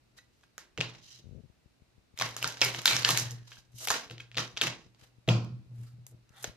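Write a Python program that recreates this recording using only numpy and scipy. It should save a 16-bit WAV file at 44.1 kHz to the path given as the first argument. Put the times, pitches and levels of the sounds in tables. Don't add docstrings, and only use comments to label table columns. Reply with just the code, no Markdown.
import sys
import numpy as np
from scipy import signal
from scipy.fft import rfft, irfft
from scipy.io import wavfile
from scipy.ndimage import uniform_filter1d

SR = 44100
rng = np.random.default_rng(int(sys.argv[2]) if len(sys.argv) > 2 else 0)


def unload_wav(signal):
    wavfile.write(
        sys.argv[1],
        SR,
        np.round(np.clip(np.atleast_2d(signal).T, -1, 1) * 32767).astype(np.int16),
    )


def magnitude_from_level(level_db):
    exponent = np.asarray(level_db, float) / 20
    return 10 ** exponent


N = 289296

# frequency in Hz, density in dB per Hz.
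HUSH_SPECTRUM = [(22, -13.5), (45, 8.5), (326, 0), (516, -6), (575, -4.5), (1020, -10), (1370, -10),
                 (1790, -11.5), (2690, -10.5), (3250, -15), (3920, -11.5), (14800, -29), (16000, -29)]
# frequency in Hz, likeness [0..1].
HUSH_LIKENESS = [(60, 0.76), (250, 0.16), (600, 0.065), (4000, 0.057)]
HUSH_DB = -69.5
# frequency in Hz, t60 in s.
ROOM_DECAY = [(150, 0.67), (500, 0.41), (1500, 0.31), (5000, 0.23), (13000, 0.18)]
# frequency in Hz, left over right in dB.
PORT_DIFFERENCE = [(60, 3.5), (120, -8.5), (240, -1.5), (480, 1.5), (950, -0.5), (1890, 0.5), (3770, 0),
                   (7520, -6), (15000, 19)]
PORTS_ALIKE_HZ = 350
# frequency in Hz, gain in dB.
MIC_RESPONSE = [(300, -2.5), (2000, -0.5), (4000, 4), (7000, 4), (8500, 0), (14000, -3.5), (15400, -13),
                (16100, -6)]
CUTOFF_HZ = 16600

# first step in s, last step in s, spacing in s (0 for the beat), unevenness in s,
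# level in dB.
FOCUS_RUNS = [
    (1.241, 1.3, 0.012, 0.0011, -40.5),
    (1.31, 1.372, 0.01, 0.0031, -38.5),
    (1.435, 1.46, 0.0064, 0.00089, -47),
    (1.497, 6.32, 0, 0.00034, -47.5),
    (1.346, 1.402, 0.0031, 0.0014, -43),
    (6.475, 6.505, 0.017, 0.0014, -38.5),
]
STEP_S = .1602

# start in s, peak in dB.
THUDS = [(0.781, -25), (0.817, -60.5), (1.19, -52.5), (2.209, -36), (2.437, -35), (2.642, -35.5),
         (2.75, -39), (2.923, -35.5), (3.094, -28.5), (3.198, -36), (3.322, -47), (4.103, -41.5),
         (4.368, -28.5), (4.63, -31), (5.2802, -15), (5.29, -18.5), (5.71, -56.5), (6.12, -51.5)]
# frequency in Hz, level in dB, t60 in s.
TABLE_MODES = [(101, -17.5, 0.17), (145, -6, 0.2), (153, 2.5, 0.13), (167.4, 0, 0.13), (217.6, -19.5, 0.4),
               (259, -15, 0.3), (345, -8, 0.25), (442.4, -9.5, 0.11), (520, -15, 0.051), (598, -18, 0.2),
               (725.5, -16, 0.18)]
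# start in s, level in dB, swell in s, hold in s.
LOADS = [(.01, -72, .03, 0.27), (0.388, -74, 0.094, 0.12), (0.787, -35.5, 0.004, 0.0011),
         (.84, -48, .02, .005), (0.91, -55.5, .03, 0.012), (1.027, -69, .04, .02),
         (1.132, -61, 0.026, 0.056), (1.233, -65, 0.16, 0.17), (1.652, -78, 0.033, 0.0021),
         (1.81, -69, 0.062, .002), (1.955, -67, 0.054, .002), (2.166, -69, 0.042, 0.033),
         (2.211, -40, 0.01, 0.022), (2.451, -43, 0.1, 0.0025), (2.642, -39.5, 0.059, 0.052),
         (2.765, -43.5, .03, 0.0054), (2.934, -40.5, 0.022, 0.015), (2.994, -39.5, 0.026, .005),
         (3.057, -41, 0.027, .01), (3.1, -39.5, .02, .002), (3.135, -35.5, 0.026, 0.0043),
         (3.212, -38.5, .02, 0.064), (3.325, -39, 0.034, 0.019), (3.468, -65.5, 0.056, 0.23),
         (3.755, -48, 0.064, 0.0017), (3.905, -53.5, 0.16, .002), (4.114, -41.5, 0.015, 0.009),
         (4.176, -53, .03, 0.025), (4.25, -60.5, 0.021, .03), (4.385, -41, 0.068, 0.0082),
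         (4.68, -40, 0.094, 0.0021), (4.902, -67.5, 0.14, 0.34), (5.288, -21, 0.0067, 0.041),
         (5.398, -43, .03, .04), (5.528, -37.5, 0.05, 0.005), (5.592, -46.5, 0.039, 0.0054),
         (5.718, -40.5, .04, 0.11), (5.94, -47, 0.1, 0.063), (6.134, -50, 0.14, 0.0015),
         (6.311, -70, 0.086, 0.0018), (6.457, -51.5, 0.11, .002)]
BOOM_HZ, RING_DB_PER_S = 120.6, 189

# start in s, peak in dB, favoured pitch in Hz.
RING_TICKS = [
    (0.1859, -64, 2250),
    (0.434, -60, 1490),
    (0.581, -58, 1700),
    (3.519, -46, 1830),
    (3.57, -54.5, 1590),
    (4.2018, -42, 2650),
]
# frequency in Hz, level in dB, t60 in s.
RING_MODES = [(1480, -9, 0.018), (1625, 2.5, 0.044), (1890, -15, 0.019), (2530, 2, 0.035),
              (2250, -4, 0.048), (3200, 5.5, 0.027), (3900, -8, 0.03), (6640, -5, .02)]
# start in s, peak in dB, favoured pitch in Hz.
JINGLES = [
    (0.1865, -57, 2500),
    (.433, -76.5, 2500),
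]
# frequency in Hz, level in dB, t60 in s.
LOOSE_RING_MODES = [(1500, -3.5, 0.075), (1950, 6.5, 0.042), (2620, -7, 0.12), (3820, 1.5, 0.061),
                    (4100, 3, 0.025), (6500, 5, .08)]

# start in s, level in dB, fade in dB per s.
SHAKES = [
    (0.813, -52.5, 113),
    (5.294, -36, 145.5),
]
# frequency in Hz, level in dB, t60 in s.
PACK_MODES = [(1040, 5, 0.0055), (1354, 0, 0.0081), (2440, 2.5, 0.019), (3160, -1, 0.0095),
              (3450, -3, 0.0048), (4500, -2, 0.0053), (5400, -4.5, 0.0029)]
# peak in s, swell in s, level in dB, fade in dB per s,
# pitch in Hz.
AIR_CHANNELS = [(0.84, 0.011, -58, 202, 2500), (.83, .01, -50.5, 200, 3800), (1.08, 0.17, -76, 50.5, 2900),
                (1.08, 0.13, -71, 67.5, 3900), (1.08, 0.11, -74, 63, 6100), (2.63, 0.016, -32, 202, 2250),
                (2.63, .01, -47, 200, 750), (2.925, 0.066, -32, 253, 2270), (2.9, .02, -37, 155, 3900),
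                (3.06, 0.016, -34, 105, 1770), (3.187, .008, -37, 350, 6000),
                (3.529, .015, -58.5, 353, 3090), (3.83, 0.081, -53.5, 100, 6100),
                (4.39, .015, -41.5, 250, 1260), (4.389, 0.02, -43.5, 202, 350), (4.125, .02, -54, 200, 345),
                (4.65, .02, -46, 200, 345), (2.67, .02, -44, 300, 400), (.62, .03, -66, 150, 360),
                (3.91, .008, -37.5, 300, 1100), (2.23, .01, -42, 250, 1090), (2.455, .008, -42, 250, 950),
                (4.645, 0.022, -41.5, 245, 2150), (5.31, .01, -41, 151, 1030), (5.31, .01, -50, 200, 2700),
                (5.32, .01, -46.5, 129, 1350), (5.31, .01, -56, 151, 4000), (5.31, .01, -63, 172, 5820),
                (5.31, .01, -52, 202, 6670), (5.875, 0.023, -70.5, 300, 1300),
                (5.875, 0.028, -75, 250, 4600), (3.96, .02, -52.5, 300, 700), (3.83, .04, -57, 296, 600),
                (6.13, 0.021, -61.5, 299.5, 291.6), (6.39, 0.08, -64.5, 147, 820),
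                (6.391, 0.12, -64, 100, 1340), (6.39, 0.1, -64.5, 100, 1870),
                (6.381, 0.043, -63, 150, 3480)]

# frequency in Hz, density in dB per Hz.
RUB_SPECTRUM = [(710, -33), (1400, -14.5), (2200, -11.5), (2750, -5.5), (6080, -4.5), (8500, -21.5),
                (11000, -49), (18700, -120)]
# start in s, length in s, level in dB, sag over the slip in dB,
# bright part in dB.
SLIPS = [(0.795, 0.36, -56, 15.5, -36), (2.199, 0.16, -38.5, 19.5, -25.5), (2.365, 0.082, -46.5, 19, -20),
         (2.412, 0.37, -45, 24.5, -28), (2.614, 0.29, -34.5, 22.5, -26), (2.871, 0.081, -34, 2, -20.5),
         (2.91, 0.13, -31.5, 12.5, -24.5), (3.044, 0.13, -35.5, 2.5, -25.5),
         (3.136, 0.095, -37, 6.5, -20.5), (3.187, 0.3, -39.5, 38, -28), (3.941, 0.18, -35.5, 34, -30),
         (4.107, 0.079, -56.5, 41, -19), (4.375, 0.22, -36, 40, -31), (4.616, 0.066, -42.5, -5.5, -27),
         (4.685, 0.22, -47, 30.5, -43), (5.313, 0.2, -54, 37, -30.5), (6.075, 0.049, -71, 16, -1),
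         (6.426, 0.011, -55, -1.5, -6), (6.441, 0.14, -46.5, 33, -25)]
# start in s, length in s, level in dB, dull part in dB, bright part in dB.
PUSHES = [
    (0.154, 0.037, -67, 1, -21),
    (0.275, 0.17, -78, -11.5, -21),
    (0.972, 0.2, -56.5, -13, -32),
    (2.16, 0.11, -58.5, 16.5, -12),
    (3.41, 0.18, -59, -3, -27),
    (3.715, 0.19, -52, -17.5, -16.5),
    (3.773, 0.094, -49.5, 0, -14.5),
    (4.966, 0.079, -67.5, 6, -21.5),
    (5.71, 0.18, -74.5, 8, -12),
    (6.295, 0.22, -64.5, 0, -13.5),
]
SLIP_START_S, SLIP_DULL_DB = 0.0089, 5
SWELL_SHARE, SWELL_DB, PUSH_FADE_DB_PER_S, STOP_S = 0.37, 26.5, 306, 0.012

# start in s, peak in dB, air-gap pitch in Hz, treble in dB.
SPLIT = [
    (0.185, -45, 2050, -13),
    (0.4382, -44.5, 1640, -22),
    (0.5803, -21, 1790, -7),
    (0.7767, -20.5, 2680, -35),
    (0.7842, -23, 2820, -30.5),
    (0.806, -17.5, 3500, -30),
    (0.8108, -8.5, 2750, -45.5),
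    (0.9382, -44, 3860, -18.5),
    (0.9494, -35, 2640, -23),
]
# start in s, peak in dB, air-gap pitch in Hz, treble in dB.
RELEASE = [(2.176, -30, 3100, -3), (2.1895, -20.5, 5720, -7.5), (2.199, -20, 2400, -7.5),
           (2.2126, -11.5, 1150, -15.5), (2.2217, -8.5, 2056, -25), (2.244, -29, 2322, -5),
           (2.2902, -30.5, 3900, -5.5), (2.366, -19.5, 1670, -3), (2.4271, -14.5, 2933, -5),
           (2.4441, -9.5, 1500, -40.5), (2.476, -25.5, 6040, 6), (2.5238, -28.5, 5400, -4),
           (2.5716, -28.5, 5744, -20), (2.6087, -25, 3770, -6.5), (2.6164, -4.5, 5240, -18),
           (2.6222, -7, 2530, -15), (2.6485, -21.5, 2378, 7.5), (2.7469, -17.5, 3045, -24.5),
           (2.762, -36, 3550, -9.5), (2.818, -29.5, 3807, 0)]
# start in s, peak in dB, air-gap pitch in Hz, treble in dB.
RIFFLE = [(2.8582, -2.5, 4050, -19.5), (2.856, -8, 1620, 1), (2.8784, -3, 4020, -21),
          (2.8813, -11, 3520, -17), (2.925, -16, 2380, -9), (2.9321, -11.5, 4050, -8),
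          (2.9662, -8.5, 5800, -12.5), (3.0322, -19.5, 4500, -13), (3.0481, -6, 3130, -31),
          (3.072, -19, 1960, -14), (3.0898, -11.5, 4140, 0), (3.091, -8, 1190, -22), (3.106, -12, 4100, 2),
          (3.1746, -8.5, 4270, 0.5), (3.185, -21.5, 6200, -5), (3.198, -22, 5500, 5),
          (3.3093, -26.5, 5841, -1.5)]
# start in s, peak in dB, air-gap pitch in Hz, treble in dB.
SQUARE = [(3.5182, -35.5, 1643, -23), (3.57, -46, 1480, -3), (3.8732, -17.5, 2320, 0),
          (3.878, -21.5, 2980, -14), (3.885, -14, 3930, -1.5), (3.9039, -7, 1700, -5),
          (3.9083, -10.5, 1050, -14), (3.911, -16, 1290, -14), (3.9157, -15, 1940, -1.5),
          (3.9593, -39, 1566, -21.5), (4.099, -32, 3000, -33), (4.111, -27, 2560, -26),
          (4.1811, -33, 3220, -27), (4.2048, -31.5, 2290, -13), (4.3161, -34.5, 3060, -40),
          (4.346, -32.5, 2490, -23), (4.355, -32.5, 3000, -20.5), (4.37, -19.5, 4403, -10),
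          (4.374, -14.5, 3750, -29), (4.3817, -13.5, 2910, -22), (4.3833, -13, 3200, -24),
          (4.567, -31, 3200, -23), (4.5722, -19, 3100, -27.5), (4.577, -19.5, 3540, -53),
          (4.614, -8, 3500, -19), (4.618, -9.5, 2820, -8), (4.6702, -10.5, 2640, -14),
          (4.9477, -48, 1236, -20)]
# start in s, peak in dB, air-gap pitch in Hz, treble in dB.
KNOCK = [
    (5.277, -24, 3200, -16.5),
    (5.2885, -7.5, 2790, -19),
    (5.29, -10.5, 3300, -34),
]
# start in s, peak in dB, air-gap pitch in Hz, treble in dB.
TURN = [
    (6.0664, -41, 3900, 8.5),
    (6.2928, -51, 7060, -3.5),
    (6.427, -44, 7000, 8),
    (6.443, -18, 1730, -3),
]
# start in s, peak in dB, air-gap pitch
# in Hz, treble in dB.
SIDE_SNAPS = [(.411, -55, 5900, -6), (2.6195, -7.5, 3200, -29), (2.6425, -17.5, 5600, -1),
              (2.8475, -33, 3000, -4), (2.874, -28, 4060, -3), (2.9165, -22, 3700, -15),
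              (2.956, -27, 2700, -15), (3.0488, -7.5, 4470, -25), (3.11, -15, 4500, -14),
              (3.1115, -20, 6000, -11), (3.316, -35, 6000, 0), (3.527, -38.5, 3320, -18),
              (3.7325, -57, 3060, -10.5), (4.199, -39, 2800, -19.5), (5.447, -43.5, 7000, -7.5),
              (6.4435, -21, 600, -34), (2.594, -35.5, 692, -29.5), (2.7475, -24.5, 800, -32),
              (3.09, -19, 500, -29), (3.874, -19, 811, -29), (3.904, -17.5, 805, -29.5),
              (5.826, -56, 1494, -5.5)]
# body of the deck in dB, share sent to the walls in dB, wide part in dB.
GRIPS = [
    (-15.5, -5, -7.5),
    (-13, -4, -4.5),
    (-34, -3, -6),
    (-14.5, -2.5, -4.5),
    (-11.5, -6.5, -8),
    (-10, -15.5, -5),
    (-29.5, -7.5, -5.5),
]
BODY_PER_DB, WALLS_PER_DB = 0.0228, 0.0342
RING_PER_DB = 0.45
RISE_S, CRACK_S, SPIKE = .00015, .0009, 1.2
EDGE_LOW_HZ, EDGE_HIGH_HZ = 6500, 13500


def rms_one(x):
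    return x / np.sqrt(np.mean(x ** 2) + 1e-20)


def at_hz(points, hz):
    points = np.array(points)
    return np.interp(np.log(hz + 1), np.log(points[:, 0]), points[:, 1])


def colour(x, gain_of_hz):
    hz = np.fft.rfftfreq(x.shape[-1], 1 / SR)
    return irfft(rfft(x) * gain_of_hz(hz), x.shape[-1])


def band(x, low_hz, high_hz):
    edges = [low_hz, min(high_hz, SR / 2.2)]
    return signal.sosfilt(signal.butter(2, edges, "band", fs=SR, output="sos"), x)


def edge_band(x):
    return band(band(x, EDGE_LOW_HZ, EDGE_HIGH_HZ), EDGE_LOW_HZ, EDGE_HIGH_HZ)


def ring(x, hz, t60):
    r, w = magnitude_from_level(-60 / (t60 * SR)), 2 * np.pi * hz / SR
    return signal.lfilter([0, np.sin(w)], [1, -2 * r * np.cos(w), r * r], x + 1e-18)


def slow_noise(size, passes=1):
    x = rng.standard_normal(N)
    for _ in range(passes):
        x = uniform_filter1d(x, size=size)
    return rms_one(x)


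def hush():
    def spectrum(hz, sign):
        alike = np.clip(at_hz(HUSH_LIKENESS, hz), -1, 1)
        return magnitude_from_level(at_hz(HUSH_SPECTRUM, hz)) * np.sqrt(1 + sign * alike)

    mid, side = rng.standard_normal((2, N))
    mid = colour(mid, lambda hz: spectrum(hz, 1))
    side = colour(side, lambda hz: spectrum(hz, -1))
    return magnitude_from_level(HUSH_DB) * rms_one(np.array([mid + side, mid - side]))


def room(x, first_s=0.003):
    t = np.arange(SR // 2) / SR
    edges = 90 * 2 ** np.arange(0, 7.6, .5)
    white, tail = rng.standard_normal((2, 2, len(t))), 0
    white[:, 1] += .5 * white[:, 0]
    for k, (low, high) in enumerate(zip(edges, edges[1:])):
        t60 = at_hz(ROOM_DECAY, np.sqrt(low * high))
        tail = tail + band(white[k % 2], low, high) * magnitude_from_level(-60 * t / t60)
    tail = tail * np.clip(t / first_s - 1, 0, 1)
    tail = tail / np.sqrt(np.sum(tail ** 2) / 2)
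    return signal.fftconvolve(x[None], tail, axes=1)[:, :N]


def focus_motor(low_hz=55, high_hz=130, click_db=-11, uneven_db=1.5):
    jolts, unit = np.zeros(N), np.arange(4000) == 0
    for first, last, spacing, uneven, db in FOCUS_RUNS:
        at = np.arange(first, last, spacing or STEP_S)
        luck = rng.standard_normal((2, len(at)))
        at = at + uneven * luck[0]
        jolts[(at * SR).astype(int)] = -magnitude_from_level(db + uneven_db * luck[1])
    jolt = rms_one(band(band(unit, low_hz, high_hz * 2), low_hz / 3, high_hz))
    front = rms_one(band(band(band(unit, 140, 560), 140, 560), 150, 600))
    jolt = jolt + magnitude_from_level(click_db) * front
    return signal.fftconvolve(jolts, jolt / np.abs(jolt).max())[:N]


def load():
    t = np.arange(0, N + 50, 50)[:, None] / SR
    s, db, swell, hold = np.transpose(LOADS)
    climb = 20 * np.maximum(s - t, 0) / swell
    decay = RING_DB_PER_S * np.maximum(t - s - hold, 0)
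    height = np.sqrt(np.sum(magnitude_from_level(db - climb - decay) ** 2, axis=1))
    return np.interp(np.arange(N) / SR, t[:, 0], height)


def table_boom(lean_db=-2.0, wander_hz=2.0, flicker_db=2.5, shove_db=-16):
    hz = BOOM_HZ + wander_hz * slow_noise(3000, passes=2)
    rumble = np.sqrt(2) * np.sin(2 * np.pi * np.cumsum(hz) / SR)
    shove = magnitude_from_level(shove_db) * rms_one(band(rng.standard_normal(N), 58, 190))
    flicker = flicker_db * np.tanh(slow_noise(900, passes=2))
    return load() * magnitude_from_level(lean_db + flicker) * (rumble + shove)


def table_thuds(contact_hz=500, strike_db=-6, slap_db=-11, slap_s=0.0062):
    s, thud_db = np.transpose(THUDS)
    at = np.round(s * SR).astype(int)
    wood, blows = np.zeros(N), np.zeros(N)
    for hz, db, t60 in TABLE_MODES:
        chance_db = 2.5 * rng.standard_normal(len(at))
        blows[at] = magnitude_from_level(thud_db + db + strike_db + chance_db)
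        wood = ring(blows, hz, t60) - wood
    soft = np.exp(-2 * np.pi * contact_hz / SR)
    wood = signal.lfilter([1 - soft], [1, -soft], wood)
    blows[at] = magnitude_from_level(thud_db + slap_db)
    puff = signal.lfilter([1], [1, -np.exp(-1 / (slap_s * SR))], blows)
    slap = puff * rms_one(band(band(rng.standard_normal(N), 130, 520), 110, 800))
    return wood, slap


def finger_ring(ticks, modes, reach_db=9, chance_db=1.5):
    s, db, near_hz = np.transpose(ticks)
    out = 0
    for hz, mode_db, t60 in modes:
        clicks = np.zeros(N)
        distance_db = reach_db * np.abs(np.log2(hz / near_hz))
        chance = chance_db * rng.standard_normal(len(ticks))
        clicks[(s * SR).astype(int)] = magnitude_from_level(db + mode_db - distance_db + chance)
        out = out + ring(band(clicks, 1100, 4400), hz, t60)
    return out


def shake():
    t, white = np.arange(N) / SR, rng.standard_normal((2, N))
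    fade = sum(magnitude_from_level(db - fall * np.maximum(t - s, 0)) * (t > s) for s, db, fall in SHAKES)
    rattle = 0
    for k, (hz, db, t60) in enumerate(PACK_MODES):
        rattle = rattle + magnitude_from_level(db) * (-1) ** k * rms_one(ring(white, hz, t60))
    return fade * rms_one(rattle)


def air_channels(cycles=19.0):
    out, t = np.zeros((2, N)), np.arange(-SR // 4, SR // 2) / SR
    for s, swell, db, fade, hz in AIR_CHANNELS:
        tone = rms_one(ring(rng.standard_normal((3, len(t))), hz, cycles / hz))
        level = magnitude_from_level(db - 20 * (np.minimum(t, 0) / swell) ** 2 - fade * np.maximum(t, 0))
        sung = (tone[0] + tone[1:]) * level / np.sqrt(2)
        at = int(s * SR) - SR // 4
        out[:, at:at + len(t)] += sung[:, :N - at]
    return out


def strokes():
    t, out = np.arange(N) / SR, np.zeros((3, N))
    out[0] = -130
    shapes = []
    for s, long, db, sag_db, bright_db in SLIPS:
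        times = [s - SLIP_START_S, s, s + long, s + long + STOP_S]
        shapes.append((times, [-130, db, db - sag_db, -130], SLIP_DULL_DB, bright_db))
    for s, long, db, dull_db, bright_db in PUSHES:
        end = s + long
        times = [s - STOP_S, s, s + SWELL_SHARE * long, end, end + 60 / PUSH_FADE_DB_PER_S]
        shapes.append((times, [-130, db - SWELL_DB, db, db, db - 58.5], dull_db, bright_db))
    for times, levels, dull_db, bright_db in shapes:
        level = np.interp(t, times, levels, right=-130)
        leads = level > out[0]
        out[0, leads] = level[leads]
        out[1, leads] = dull_db
        out[2, leads] = bright_db
    return out


def slide(grains_per_s=9000, spread_db=3.0, trim_db=-5, alike=0.13, bounce_db=-6, bounce_s=0.001009, lumpy_db=3.0):
    rub_db, dull_db, bright_db = strokes()
    born = rng.random((3, N)) < grains_per_s / SR
    heights = magnitude_from_level(spread_db * np.minimum(rng.exponential(1, (3, N)), 5))
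    grains = born * heights * rng.choice([-1, 1], (3, N))
    grains = alike * grains[0] + (1 - alike) * grains[1:]
    rub = rms_one(colour(grains, lambda hz: magnitude_from_level(at_hz(RUB_SPECTRUM, hz))))
    bounce = np.roll(rub, round(bounce_s * SR), axis=1)
    rub = rms_one(rub + magnitude_from_level(bounce_db) * bounce)
    rub_db = rub_db + lumpy_db * slow_noise(400)
    dull = magnitude_from_level(dull_db) * rms_one(band(np.roll(grains, shift=N // 3, axis=1), 170, 2600))
    bright = magnitude_from_level(bright_db + 18.5) * rms_one(edge_band(grains[:, ::-1]))
    return magnitude_from_level(rub_db + trim_db) * (rub + dull + bright)


def snap_rows(tables, grips):
    rows = []
    for table, (body_db, wall_db, wide_db) in zip(tables, grips):
        for s, db, hz, treble_db in table:
            body = body_db + BODY_PER_DB * (db + 17.0)
            wall = wall_db + WALLS_PER_DB * (db + 20.0)
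            rows.append((s, db, hz, body, treble_db, wall, wide_db))
    return rows


def crack_parts(x):
    return [band(x, 1100, 4550), band(x, 330.0, 1400), band(x, 4500, 7320), edge_band(x)]


def card_cracks(count, late, alike=0.55):
    t = np.arange(1024) / SR
    cracks = rng.standard_normal((count, 3, 1024))
    cracks = alike * cracks[:, :1] + (1 - alike) * cracks[:, 1:]
    fall_s = CRACK_S * (1.0 + 0.7 * late[:, None, None])
    cracks = cracks * (1 - np.exp(-t / RISE_S)) * np.exp(-t / fall_s)
    cracks[:, :, 3:10] += SPIKE * np.hanning(7)
    return cracks


def snaps(rows, cycles=10.2, gap_db=-9.0, treble_trim_db=-3, edge_trim_db=-4, echo_db=-13):
    close, walls = np.zeros((2, N + 1024)), np.zeros(N + 1024)
    luck = rng.random((len(rows), 2))
    cracks = card_cracks(len(rows), luck[:, 0])
    unit = 1. * (np.arange(1024) == 0)
    plain = crack_parts(unit)
    for row, crack, late in zip(rows, cracks, luck[:, 1]):
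        s, db, hz, body_db, treble_db, wall_db, wide_db = row
        gap_s = cycles * magnitude_from_level(RING_PER_DB * (db + 19.0)) / hz
        parts = [ring(band(crack, hz / 2, hz * 2), hz, gap_s)] + crack_parts(crack)
        levels = [gap_db, wide_db, body_db, treble_db + treble_trim_db, 1.2 * treble_db + edge_trim_db]
        near = [magnitude_from_level(db + level) * p / np.abs(p).max() for level, p in zip(levels, parts)]
        snap = sum(near)
        at, lag = int((s - .0003) * SR), int((.0025 + 0.0028 * late) * SR)
        close[:, at:at + 1024] += snap + magnitude_from_level(echo_db) * np.roll(snap, lag, axis=1)
        smooth = [ring(band(unit, hz / 2, hz * 2), hz, 0.6 * gap_s)] + plain
        power = sum(np.abs(rfft(rms_one(p) * np.std(n))) ** 2 for p, n in zip(smooth, near))
        walls[at:at + 1024] += magnitude_from_level(wall_db) * np.roll(irfft(np.sqrt(power)), shift=128)
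    return close[:, :N], walls[:N]


def at_ports(cards):
    side = colour(cards[0] - cards[1], lambda hz: 1 / (1 + (hz / PORTS_ALIKE_HZ) ** 2)) / 2
    cards = cards - side * [[1], [-1]]
    cards[0] = np.roll(cards[0], shift=2)
    halves = [[.5], [-.5]]
    return colour(cards, lambda hz: magnitude_from_level(at_hz(MIC_RESPONSE, hz) + at_hz(PORT_DIFFERENCE, hz) * halves))


def scene():
    floor, motor = hush(), focus_motor()
    wood, slap = table_thuds()
    wood = wood + table_boom()
    ticks = finger_ring(RING_TICKS, RING_MODES) + finger_ring(JINGLES, LOOSE_RING_MODES, reach_db=0.5)
    rubbing = slide() + shake() + air_channels()
    close, walls = snaps(snap_rows([SPLIT, RELEASE, RIFFLE, SQUARE, KNOCK, TURN], GRIPS))
    side_close, side_walls = snaps(snap_rows([SIDE_SNAPS], GRIPS[6:]))
    to_room = magnitude_from_level(-11.5) * ticks + magnitude_from_level(-4.5) * (walls + side_walls)
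    to_room = to_room + magnitude_from_level(-10.5) * rubbing.mean(0) + magnitude_from_level(3.0) * slap
    cards = at_ports(close + side_close + rubbing + slap + ticks + room(to_room))
    wood = band(band(wood, 50, 8000), 66, 3700)
    wood = wood * magnitude_from_level([[.6], [-.6]]) + magnitude_from_level(-18) * room(wood)
    return cards + wood + motor * magnitude_from_level([[0], [-25]]) + floor


def top_cut(x):
    return signal.sosfilt(signal.butter(12, 16660, fs=SR, output="sos"), x)


def record(dry):
    low_pass = signal.cheby2(10, 60, CUTOFF_HZ, fs=SR, output="sos")
    mix = signal.sosfilt(low_pass, dry)
    return top_cut(mix)


dry = scene()
out = record(dry)
unload_wav(out)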